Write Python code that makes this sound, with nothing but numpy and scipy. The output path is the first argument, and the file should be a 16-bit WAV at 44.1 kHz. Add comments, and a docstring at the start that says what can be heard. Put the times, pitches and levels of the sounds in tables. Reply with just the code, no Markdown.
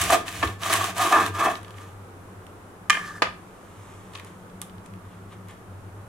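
"""Sawing a crusty loaf

A serrated knife saws five strokes through bread on a wooden board, close to a two-port microphone.
Its teeth shake the board and break the crust. The knife is laid down in two knocks, rocking between
them, then fingers turn the slice. A small hard kitchen answers, over appliance hum and distant hiss."""
import sys
import numpy as np
from scipy import signal
from scipy.fft import rfft, irfft, next_fast_len
from scipy.io import wavfile
from scipy.ndimage import uniform_filter1d

SR = 44100
rng = np.random.default_rng(int(sys.argv[2]) if len(sys.argv) > 2 else 0)


def wrap_up_sound(samples):
    """Save the sound to the file named by the first command line argument, as 16-bit audio."""
    columns = np.atleast_2d(samples).T
    # keep every value between -1 and 1, then stretch to whole-number steps
    tamed = np.clip(columns, -1, 1)
    steps = np.round(tamed * 32767).astype(np.int16)
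    wavfile.write(sys.argv[1], SR, steps)


N = 268110


def undb(db):
    """Decibels to gain."""
    return 10 ** (np.asarray(db) / 20)


def unit(x):
    """Scale to rms 1."""
    return x / np.sqrt(np.mean(x ** 2))


def envelopes(table):
    """One gain curve for each dB column after the time column; silent outside the table."""
    times, *columns = np.transpose(table)
    return [undb(np.interp(np.arange(N) / SR, times, db, left=-120, right=-120)) for db in columns]


def swells(rows):
    """Summed gain of gestures, each 20 dB down one rise before and one fall after its peak."""
    t = np.arange(N) / SR
    return sum(undb(db - 20 * np.where(t < peak_s, (peak_s - t) / rise_s, (t - peak_s) / fall_s))
               for peak_s, db, rise_s, fall_s in rows)


def shape(x, gain):
    """Filter by a gain function of frequency."""
    size = next_fast_len(N)
    hz = np.arange(size // 2 + 1) * SR / size + 1e-3
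    return irfft(rfft(x, size) * gain(hz), size)[..., :N]


def on_log(hz, table):
    """Read (frequency, value) points on a log axis."""
    points_hz, values = np.transpose(table)
    return np.interp(np.log(hz), np.log(points_hz), values)


def band(x, lo_hz, hi_hz):
    """Causal band-pass."""
    return signal.sosfilt(signal.butter(2, [lo_hz, hi_hz], "band", fs=SR, output="sos"), x)


def ring(force, modes):
    """Decaying modes driven by a force; a unit blow peaks near 1, and a small body sends out no bass."""
    t = np.arange(SR // 4) / SR
    body = sum((-1) ** k * undb(db) * np.sin(2 * np.pi * hz * t) * 1000 ** (-t / t60)
               for k, (hz, db, t60) in enumerate(modes))
    body = band(body, .65 * modes[0][0], 12000)
    return signal.fftconvolve(force, body / np.abs(body).max())[:N]


def grains(per_s, scatter_db):
    """Random tiny impacts: many small, a few large, none huge."""
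    hit = rng.random(N) < per_s / SR
    return hit * rng.choice([-1., 1.], N) * undb(scatter_db * np.minimum(rng.exponential(size=N), 4))


def wander(rate_hz):
    """Smooth random drift, rms 1."""
    hold = int(SR / rate_hz)
    steps = np.repeat(rng.standard_normal(N // hold + 1), hold)
    return unit(uniform_filter1d(steps, hold)[:N])


def blows(times_s, db):
    """Impulses at given times."""
    force = np.zeros(N)
    np.add.at(force, (np.asarray(times_s) * SR).astype(int), undb(db))
    return force


def burst(force, t60_s):
    """Each impulse becomes a spray of noise."""
    t = np.arange(SR // 5) / SR
    return signal.fftconvolve(force, 1000 ** (-t / t60_s))[:N] * rng.standard_normal(N)


def ports(x, lag_s, pan_db):
    """Place a source: the left port hears it lag_s later and pan_db louder than the right."""
    side = np.array([[1], [-1]])
    return shape(x, lambda hz: np.exp(-1j * np.pi * hz * lag_s * side)) * undb(pan_db * side / 2)


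# Tone colour of the hiss: frequency_hz, relative_db
HISS_SPECTRUM = [(12, -20), (20, -4.5), (53, -10.5), (98, -8), (146, -9.5), (182, -7.5), (248, -9.5),
                 (399, -7), (574, -12), (1290, -12.5), (1960, -23), (4670, -36), (9950, -32.5),
                 (14700, -41), (16000, -50)]
# How alike left and right are in diffuse sound: frequency_hz, correlation
STEREO_LIKENESS = [(30, 1), (130, 0.84), (290, 0.85), (640, 0.6), (1400, 0.066), (12000, 0.026)]


def distant_hiss():
    """A smooth, gently drifting bed of noise, centred in the bass and wide in the treble."""
    def noise(sign):
        return shape(rng.standard_normal(N), lambda hz: undb(on_log(hz, HISS_SPECTRUM))
                     * np.sqrt(1 + sign * on_log(hz, STEREO_LIKENESS)))
    mid, side = noise(1), noise(-1)
    return unit(np.array([mid + side, mid - side])) * undb(-46.5 + 0.37 * wander(rate_hz=2.66))


# The two hum lines: pitch_hz, width_hz
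HUM_LINES = [(99, 10.3), (184, 22.3)]
# Their level rides: time_s, low_line_db, high_line_db
HUM_LEVELS = [(0, -39, -41), (.29, -47.5, -53.5), (.6, -43, -50), (.91, -37, -50.5), (1.1, -41.5, -52.5),
              (1.3, -38, -49), (1.5, -46, -50), (1.83, -46, -62), (2.3, -52.5, -54.5), (2.68, -49.5, -61.5),
              (3, -55.5, -45.5), (3.22, -45, -50), (3.47, -57, -55), (3.81, -45, -59), (4.23, -45, -51.5),
              (4.35, -55, -49.5), (4.96, -44.5, -48), (5.45, -48, -50), (5.8, -40, -56), (6.08, -47.5, -54)]


def appliance_hum():
    """Two narrow bands of noise waver, a little left of centre."""
    hum = 0
    for (hz, width_hz), level in zip(HUM_LINES, envelopes(HUM_LEVELS)):
        noise = rng.standard_normal(N) + 0.084 * rng.standard_normal((2, N))
        hum = hum + level * unit(band(noise, hz - width_hz / 2, hz + width_hz / 2))
    return hum * undb([[.6], [-.6]])


# The wooden board's modes: pitch_hz, relative_db, t60_s
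BOARD_MODES = [(237, -11, 0.029), (318, -8.5, 0.038), (442, -11, 0.095), (680.6, -2, 0.052),
               (771, -6, 0.033), (1011.5, 1.5, 0.035), (1100, -3.5, 0.089), (1198.6, 4, 0.046),
               (1313, -32, .04), (1589, -14.5, 0.13), (1748, -2.5, 0.038), (2195, -3, 0.0088),
               (2594, -10, 0.028), (3305, -10.5, 0.014)]
LOW_MODES, MIDDLE_MODES, UPPER_MODES = BOARD_MODES[:3], BOARD_MODES[3:5], BOARD_MODES[5:]
# One list a stroke, the last the blade sliding out:
# time_s, upper_modes_db, middle_modes_db, crust_treble_db
STROKES = [
    [(0, -31, -33, -29), (.02, -28, -36.5, -29), (.085, -41, -37, -36.5), (.105, -24.5, -23, -29),
     (.13, -21, -22.5, -26.5), (.152, -26, -22, -34.5), (.19, -35, -38, -46.5), (.245, -59, -61, -63)],
    [(.25, -51, -62, -55), (.274, -40, -49, -44), (.382, -48, -49, -44), (.415, -46, -45, -42.5),
     (.432, -11, -35, -44), (.45, -34, -39, -39), (.516, -48, -47, -51), (.58, -73, -61, -66)],
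    [(.585, -57, -62, -64), (.619, -33, -41, -40.5), (.69, -31.5, -36, -35.5), (.712, -25, -29.5, -32.5),
     (.736, -31, -36, -24), (.75, -27.5, -37, -31.5), (.797, -28, -34.5, -35), (.869, -33.5, -37, -34.5),
     (.905, -37, -34.5, -43.5), (.945, -51, -51, -61)],
    [(.95, -46, -48, -46.5), (.99, -29, -29.5, -33.5), (1.035, -22, -27, -30), (1.1, -30, -39, -36.5),
     (1.118, -30, -27, -35.5), (1.128, -17, -17.5, -33.5), (1.16, -15.5, -26.5, -35.5),
     (1.254, -25.5, -36, -40.5), (1.285, -34.5, -45, -43.5), (1.315, -55, -55, -63)],
    [(1.33, -56, -57, -58), (1.352, -29, -47, -46), (1.398, -24, -33.5, -39), (1.448, -23.5, -30, -38),
     (1.482, -22, -22, -44), (1.518, -31, -30, -45.5), (1.576, -44, -54, -53.5), (1.62, -61, -62, -70)],
    [(1.625, -58, -62, -63), (1.699, -48.5, -73, -63), (1.735, -55, -70, -65), (1.829, -47.5, -69, -56),
     (1.95, -71, -71, -70)],
]
# Weight of the board's low modes in each stroke: start_s, against_upper_modes_db
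STROKE_WEIGHT = [(0, -8.5), (.25, -4), (.585, -10), (.95, -11), (1.32, -9.5), (1.625, -7.5)]
# Tone colour of the crackle as the microphone hears it, with a dip near 5 kHz: frequency_hz, relative_db
CRACKLE_AT_MIC = [(880, -41), (1500, -3.5), (1710, -6), (2720, -7.5), (3310, -8), (4830, -15.5),
                  (6500, -12), (10600, -16), (16000, -25)]


def sawing(build_up_s=0.028):
    """Teeth catch unevenly: the board rings, its low modes lagging, and the crust shatters."""
    upper, middle, crackle = envelopes(sum(STROKES, []))
    start_s, weight_db = np.transpose(STROKE_WEIGHT)
    stroke = np.searchsorted(start_s * SR, np.arange(N), "right") - 1
    pole = np.exp(-1 / (build_up_s * SR))
    low = signal.lfilter([1 - pole], [1, -pole], upper * undb(weight_db[stroke]))
    teeth = grains(per_s=2500, scatter_db=2.17) * undb(2.13 * wander(rate_hz=60))
    board = sum(unit(ring(teeth, modes)) * level
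                for modes, level in [(UPPER_MODES, upper), (MIDDLE_MODES, middle), (LOW_MODES, low)])
    # fractures all along the cut: each port hears some of them better
    fractures = grains(4000, 3.0) + 0.63 * np.array([grains(5000, 1.8), grains(5000, 3.1)])
    fractures *= undb(1.9 * wander(rate_hz=74))
    crust = shape(fractures, lambda hz: undb(on_log(hz, CRACKLE_AT_MIC)))
    crust /= np.std(band(crust, 4000, 12000))  # the treble sets the level
    return board + crust * crackle


# The loaf shifts under the blade: peak_s, level_db, rise_s, fall_s
LURCHES = [(.01, -33, .02, .15), (.09, -36, .04, .05), (.44, -29, 0.094, 0.1)]


def loaf_thumps():
    """The loaf lurches on the board with soft bass thumps."""
    noise = rng.standard_normal(N) + 0.16 * rng.standard_normal((2, N))
    return unit(band(band(noise, 65, 110), 56, 116)) * swells(LURCHES)


# Single snaps of crust and crumbs: start_s, level_db, brightness_db
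CRUST_SNAPS = [(0.0154, -21.5, 7.5), (0.039, -24.5, 7.5), (0.1058, -22.5, 4), (0.2816, -22, -20),
               (0.3262, -31, -4), (0.402, -29, -15), (0.4753, -22, -17), (0.634, -18, -18),
               (0.7266, -17.5, -3), (0.7297, -14.5, -6), (0.7378, -10.5, -3.5), (0.756, -29, -3),
               (0.842, -17, -4.5), (0.9815, -25.5, 1), (1.257, -24, -17), (1.263, -15, -9.5),
               (1.5549, -22.5, -24), (1.631, -40.5, -5), (1.6473, -33, -18), (1.6813, -37.5, -11),
               (1.707, -38, -9), (1.7424, -43, -20), (1.784, -36, -11), (2.467, -41, -9), (4.136, -38, -14),
               (4.152, -27, -19), (4.1558, -26, -19), (4.175, -35, -13), (4.1853, -38, -16),
               (4.1974, -30, -16), (4.2472, -42, 2), (4.4992, -45, -14), (4.6163, -27.5, 2),
               (4.6247, -37, -4), (4.6967, -42, -14), (4.782, -42, -17), (4.8608, -40.5, -4),
               (4.9373, -41, -13), (5.331, -44, -20), (5.485, -44, -1), (5.509, -46, 0)]


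def crust_snaps(into_board_db=-7.5, pan_spread_db=2):
    """Crust breaks in sharp ticks with a dull and a bright part; each also rings the board."""
    ticks = np.zeros((2, N))
    t = np.arange(SR // 25) / SR
    for start_s, db, bright_db in CRUST_SNAPS:
        spray = undb(-8.5) * rng.standard_normal((2, len(t))) * 1000 ** (-t / 0.014)
        crack = (t == 0) + spray
        tick = undb(13.5) * band(crack, 1500, 3820) + undb(bright_db + 15) * band(crack, 6900, 11250)
        pan_db = pan_spread_db * rng.standard_normal() * np.array([[.5], [-.5]])
        start = int(start_s * SR)
        ticks[:, start:start + len(t)] += undb(db + pan_db) * tick
    times_s, levels_db, _ = np.transpose(CRUST_SNAPS)
    return ticks + ring(blows(times_s, levels_db + into_board_db), UPPER_MODES)


# The blade's modes: pitch_hz, relative_db, t60_s
BLADE_MODES = [(1195, 0, 0.042), (1587, -7, 0.043), (1733, 2, 0.049), (2120, -3, 0.051),
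               (2410, -1.5, 0.032), (3124, -3.5, 0.023), (3660, -26, 0.02117), (6760, -7, 0.0082),
               (7040, -16, .015)]
# Knife meeting wood, in the cut and when laid down: start_s, blade_db, board_db, click_db, worktop_db
KNIFE_KNOCKS = [(0.101, -30, -10.5, -20, -40), (0.428, -25, -14.5, -40, -11.5),
                (.431, -32, -11.5, -41, -13.5), (.698, -41, -17, -19, -38), (.966, -40, -26, -30, -40),
                (1.126, -39, -16.5, -30, -38), (1.351, -40, -26.5, -35, -40), (1.412, -37, -16, -35, -40),
                (1.46, -35, -15.5, -37, -40), (1.485, -33, -15, -35, -40), (2.898, -1.5, -43, -8, -33),
                (2.903, -2.5, -45, -12, -26), (2.904, -20, -25, -17, -37), (2.930, -12, -30, -38, -42),
                (2.952, -14, -28, -40, -33), (2.971, -18, -22.5, -41, -41), (3.2202, -28, -10, -24, -3),
                (3.2234, -16.5, -21, -37, -8.5), (3.229, -28, -26, -41, -29), (3.269, -40, -24, -50, -34)]
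# The knife rocks before it lies flat: peak_s, level_db, rise_s, fall_s
KNIFE_ROCKS = [(2.93, -30, .02, 0.18), (3.07, -38.5, 0.093, 0.12), (3.165, -44.5, 0.052, .05)]


def knife_knocks():
    """Knocks ring blade, board and worktop; the rocking knife chatters in its lower modes."""
    times_s, *levels_db = np.transpose(KNIFE_KNOCKS)
    on_blade, on_board, on_click, on_worktop = (blows(times_s, db) for db in levels_db)
    chatter = sum(undb(db) * unit(ring(grains(147.2, 1.4), [(hz, db, t60)]))
                  for hz, db, t60 in BLADE_MODES[:3])
    grit = unit(band(grains(4000, 1.3), 1300, 10000))
    rocking = (unit(chatter) + undb(-11.5) * grit) * swells(KNIFE_ROCKS)
    blade = ring(band(on_blade, 177, 5900), BLADE_MODES)
    board = ring(band(on_board, 177, 5900), BOARD_MODES)
    # the click, and a worktop with too many modes to tell apart: noises that differ at the two ports
    click = [band(band(burst(on_click, t60_s=0.016), 1300, 8600), 1300, 12000) for _ in range(2)]
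    clatter = [band(burst(on_worktop, 0.036) + undb(-13) * burst(on_worktop, 0.18), 470, 2600)
               for _ in range(2)]
    return ports(blade + board + rocking, lag_s=2.5e-5, pan_db=-1.2) + click + np.array(clatter)


# Fingertips brushing crust: peak_s, scrape_db, hiss_over_scrape_db, rise_s, fall_s
FINGER_BRUSHES = [(3.9, -60, 0, .9, 0.8), (4.153, -48.5, -5, .03, 0.07), (4.27, -54, -5, .02, 0.06),
                  (4.617, -47.5, 0, .002, 0.02), (4.862, -64, 3, .03, .015), (5.13, -63, -10, .25, 0.2),
                  (5.327, -52.5, -7, 0.033, 0.04), (5.495, -52.5, -5, .03, 0.1)]


def finger_rustle():
    """Skin drags on dry crust: a dull scrape that rings the board, and an airy hiss."""
    dull = swells([(s, db, rise, fall) for s, db, _, rise, fall in FINGER_BRUSHES])
    airy = swells([(s, db + hiss_db, rise, fall) for s, db, hiss_db, rise, fall in FINGER_BRUSHES])
    friction = grains(per_s=4000, scatter_db=2.0)
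    scrape = unit(band(band(friction, 1100, 3600), 900, 3900))
    board = undb(2.0) * unit(ring(friction, UPPER_MODES))
    hiss = unit(band(grains(6600, 1.7), 5800, 10300))
    return (scrape + board) * dull + hiss * airy


# Bands of the room's tail: centre_hz, t60_s, level_before_tilt_db
REVERB_BANDS = [(151, 0.78, -12.5), (606, 0.25, -9.5), (2450, 0.31, -7), (8900, 0.25, -9)]


def kitchen_reverb(near):
    """Walls return a diffuse tail, different at each port, longest in the bass."""
    t = np.arange(SR // 2) / SR
    tail = 0
    for hz, t60_s, db in REVERB_BANDS:
        shared, own = rng.standard_normal(len(t)), rng.standard_normal((2, len(t)))
        likeness = on_log(hz, STEREO_LIKENESS)
        noise = np.sqrt(likeness) * shared + np.sqrt(1 - likeness) * own
        decay = band(noise, hz / 2, hz * 2) * 1000 ** (-t / t60_s)
        tilt = np.sqrt(hz / REVERB_BANDS[-1][0])  # 3 dB an octave
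        tail = tail + undb(db) * tilt * decay / np.sqrt(np.sum(decay ** 2) / 2)
    fade_in = np.clip(t / 0.002, 0, 1)
    return signal.fftconvolve(near.mean(0)[None], tail * fade_in, axes=1)[:, :N]


def scene():
    """Close-up bread and knife, their room, and the background bed."""
    near = ports(sawing() + loaf_thumps(), lag_s=1.5e-5, pan_db=-0.6)
    near += knife_knocks()
    near += ports(finger_rustle(), lag_s=-3.4e-5, pan_db=-0.8)
    near += crust_snaps()
    return near + kitchen_reverb(near) + distant_hiss() + appliance_hum()


def record(dry):
    """The recorder clips at full scale and cuts the top."""
    low_pass = signal.ellip(10, .2, 80, 15850, fs=SR, output="sos")
    return signal.sosfilt(low_pass, np.clip(dry, -1, 1))


dry = scene()
out = record(dry)
wrap_up_sound(out)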